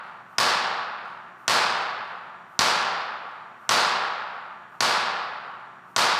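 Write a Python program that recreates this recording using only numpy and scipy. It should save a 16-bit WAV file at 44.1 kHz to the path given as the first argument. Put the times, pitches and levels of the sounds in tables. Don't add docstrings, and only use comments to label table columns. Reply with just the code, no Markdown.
import sys
import numpy as np
from scipy import signal
from scipy.fft import rfft, irfft
from scipy.io import wavfile
from scipy.ndimage import uniform_filter1d, minimum_filter1d

SR = 44100
rng = np.random.default_rng(int(sys.argv[2]) if len(sys.argv) > 2 else 0)


def log_audio(samples):
    frames = np.atleast_2d(samples).T
    limited = np.clip(frames, -1, 1)
    pcm = np.round(limited * 32767).astype(np.int16)
    wavfile.write(sys.argv[1], SR, pcm)


N = 272979
LEAD = SR

# time in seconds, strength in dB,
# relative chirp level in dB, the chirp's starting pitch in Hz, relative low thump level in dB.
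SLAMS = [(-0.72, -0.5, -12, 8000, -45), (0.3844, -0.4, -3.5, 7200, -42), (1.4804, 0, -6, 10500, -44),
         (2.5925, -0.1, -1.5, 8200, -21), (3.6931, 0.7, -5.5, 10500, -44), (4.8070, -0.9, -7, 8000, -42),
         (5.9641, 0.1, -6.5, 10000, -44)]


def amp(db):
    return 10 ** (np.asarray(db) / 20)


def curve_at(points, hz):
    point_hz, value = np.transpose(points)
    return np.interp(np.log(hz + 1), np.log(point_hz), value)


def add(mix, start_s, sound):
    part = mix[LEAD + round(start_s * SR):][:len(sound)]
    part += sound[:len(part)]


def pulse(spectrum, size=4096):
    hz = abs(np.fft.fftfreq(size, 1 / SR))
    log_gain = np.log(amp(curve_at(spectrum, hz)))
    return np.fft.ifft(np.exp(np.conj(signal.hilbert(log_gain)))).real


def ventilation(rush_db=-59.5, waver_rad=.3):
    # frequency in Hz, relative spectral density in dB.
    rush_spectrum = [(25, -30), (55, -27), (85, -14), (130, -3), (230, 0), (310, -8), (600, -9),
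                     (1200, -12), (2500, -23), (4500, -29), (7000, -31.5), (9400, -34.5), (10300, -40.5),
                     (15000, -40.5)]
    # frequency in Hz, rms level in dB.
    fan_tones = [(120, -73), (177.6, -70), (360.7, -69), (5642, -88), (5760, -87), (6842, -88)]
    t = np.arange(N) / SR
    colour = amp(curve_at(rush_spectrum, np.fft.rfftfreq(N, 1 / SR)))
    rush = irfft(rfft(rng.standard_normal(N)) * colour, N)
    out = amp(rush_db) * rush / rush.std()
    for hz, db in fan_tones:
        drift = np.interp(t, np.linspace(0, t[-1], 40), np.cumsum(rng.standard_normal(40)))
        out += amp(db) * np.sqrt(2) * np.sin(2 * np.pi * hz * t + waver_rad * drift)
    return out


def scatter(size=2 * SR):
    return rng.choice([-1, 1], size) * (rng.random(size) < 1 / 10) * np.sqrt(10)


def shifted(paths, alike_hz=1900):
    change = np.fft.rfftfreq(len(paths), 1 / SR) / alike_hz
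    return irfft((rfft(paths) + change * rfft(scatter())) / np.hypot(1, change))


def hall(paths, room_db, tail_db=-21.1, build_s=.1, early_share=.56, near_rise_s=.001, near_decay_s=.012,
         bounce_s=.00275, bounce_db=-4):
    # delay in seconds, level in dB before room_db and absorption.
    echoes = [(.0165, -5), (.0268, -8), (.0284, -8)]
    # frequency in Hz, seconds to fall by 60 dB.
    ring_times = [(60, 1.2), (130, 1.2), (280, 1.33), (500, 1.83), (900, 2.15), (1400, 2.2), (2500, 1.64),
                  (4500, 1.07), (6200, .76), (10000, .54), (15000, .41)]
    t = np.arange(len(paths)) / SR
    near = (1 - np.exp(-t / near_rise_s)) * np.exp(-t / near_decay_s)
    filling = 1 - (1 - early_share) * np.exp(-t / build_s)
    taps = amp(tail_db) * paths * np.where(t < echoes[0][0], near, filling)
    for delay_s, db in echoes:
        taps[round(delay_s * SR)] += amp(db)
    hz, age_s, spectra = signal.stft(taps, SR, nperseg=512)
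    absorbed_db = 60 * age_s / curve_at(ring_times, hz)[:, None]
    response = signal.istft(spectra * amp(room_db - absorbed_db), SR)[1]
    bent = np.array([1, 2, 1]) / 4
    response[:len(bent)] += bent
    response[round(bounce_s * SR):][:len(bent)] += amp(bounce_db) * bent
    return response


def shirt_swishes(level_db=-71, low_cut_hz=3000, ahead_s=.05, width_s=.045):
    t = np.arange(N) / SR
    swing = sum(amp(db) * np.exp(-.5 * ((t - land_s + ahead_s) / width_s) ** 2)
                for land_s, db, *_ in SLAMS)
    low_cut = signal.butter(1, low_cut_hz, "high", fs=SR, output="sos")
    hiss = signal.sosfilt(low_cut, rng.standard_normal(N))
    return amp(level_db) * swing * hiss / hiss.std()


def grips(second_hand_s=.025, second_hand_db=-1, patter_s=.003, patter_gain=.12, size=600):
    # start in seconds, strength in dB.
    holds = [(0.038, -36), (1.052, -36), (2.052, -38), (3.288, -44), (4.238, -44)]
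    # frequency in Hz, relative level in dB.
    palm_spectrum = [(100, -15), (1000, 4), (3000, 3), (6000, 2), (9000, -5), (15000, -13)]
    out = np.zeros(LEAD + N)
    fade = np.exp(-np.arange(size) / SR / patter_s)
    for start_s, db in holds:
        for lag_s, hand_db in ((0, 0), (second_hand_s, second_hand_db)):
            touch = patter_gain * rng.standard_normal(size) * fade
            add(out, start_s + lag_s, amp(db + hand_db) * signal.fftconvolve(touch, pulse(palm_spectrum)))
    return out


def air_chirp(start_hz, end_hz=4200, swell_s=.0011, hiss=.1, size=64):
    to_landing_s = np.arange(size, 0, -1) / SR
    swell = signal.windows.tukey(size, .3) * np.exp(-to_landing_s / swell_s)
    whistle = np.sin(2 * np.pi * np.cumsum(np.geomspace(start_hz, end_hz, size)) / SR)
    return swell * (whistle + hiss * rng.standard_normal(size))


def slams(paths, thump_hz=195, thump_s=.0018, slap_room_db=-2, chirp_room_db=-14.5):
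    # frequency in Hz, relative level in dB.
    slap_spectrum = [(30, -12), (70, -14), (120, 6.5), (165, 3.5), (240, 9.3), (315, 1.5), (390, 9.8),
                     (520, 9.8), (800, 17.8), (1300, 19.2), (2050, 11.1), (3300, 10.6), (4700, 13.8),
                     (6000, 5.2), (8500, 1.3), (11500, -6), (15500, -13)]
    # pitch in Hz, relative level in dB, seconds to fall 60 dB.
    ball_modes = [(860, -44, .16), (1115, -40, .16), (1335, -39, .16), (1626, -43, .14), (2411, -49, .12),
                  (3350, -47, .12), (4180, -43, .1), (4695, -43, .1)]
    out = np.zeros(LEAD + N)
    t = np.arange(SR // 5) / SR
    thump = np.sin(2 * np.pi * thump_hz * t) * t / thump_s * np.exp(1 - t / thump_s)
    ping = sum(amp(db - 60 * t / t60) * np.sin(2 * np.pi * hz * t) for hz, db, t60 in ball_modes)
    smack = ping - pulse(slap_spectrum, size=len(t))
    for land_s, db, chirp_db, chirp_hz, thump_db in SLAMS:
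        chirp = amp(db + chirp_db) * air_chirp(chirp_hz)
        chirp_room = hall(scatter(size=SR), chirp_room_db)
        add(out, land_s - len(chirp) / SR, signal.oaconvolve(chirp, chirp_room))
        slap_room = hall(shifted(paths), slap_room_db)
        add(out, land_s, amp(db) * signal.fftconvolve(smack, slap_room))
        add(out, land_s, amp(db + thump_db) * thump)
    return out


def scene():
    paths = scatter()
    ball = slams(paths)
    hands = signal.oaconvolve(grips(), hall(paths, room_db=-8))[:LEAD + N]
    return ((ball + hands)[LEAD:] + ventilation() + shirt_swishes())[None]


def record(dry, ceiling_db=-2.8, recovery_db_per_s=200, low_cut_hz=45, high_cut_hz=15450):
    over_db = np.maximum(20 * np.log10(abs(dry[0]) + 1e-9) - ceiling_db, 0)
    recovery_db = recovery_db_per_s * np.arange(N) / SR
    gain_db = recovery_db - np.maximum.accumulate(over_db + recovery_db)
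    gain_db = uniform_filter1d(minimum_filter1d(gain_db, size=11), size=11)
    limited = dry * amp(gain_db)
    low_cut = signal.butter(2, low_cut_hz, "high", fs=SR, output="sos")
    high_cut = signal.firwin(401, high_cut_hz, window=("kaiser", 9), fs=SR)
    return signal.oaconvolve(signal.sosfilt(low_cut, limited), high_cut[None], "same")


dry = scene()
out = record(dry)
log_audio(out)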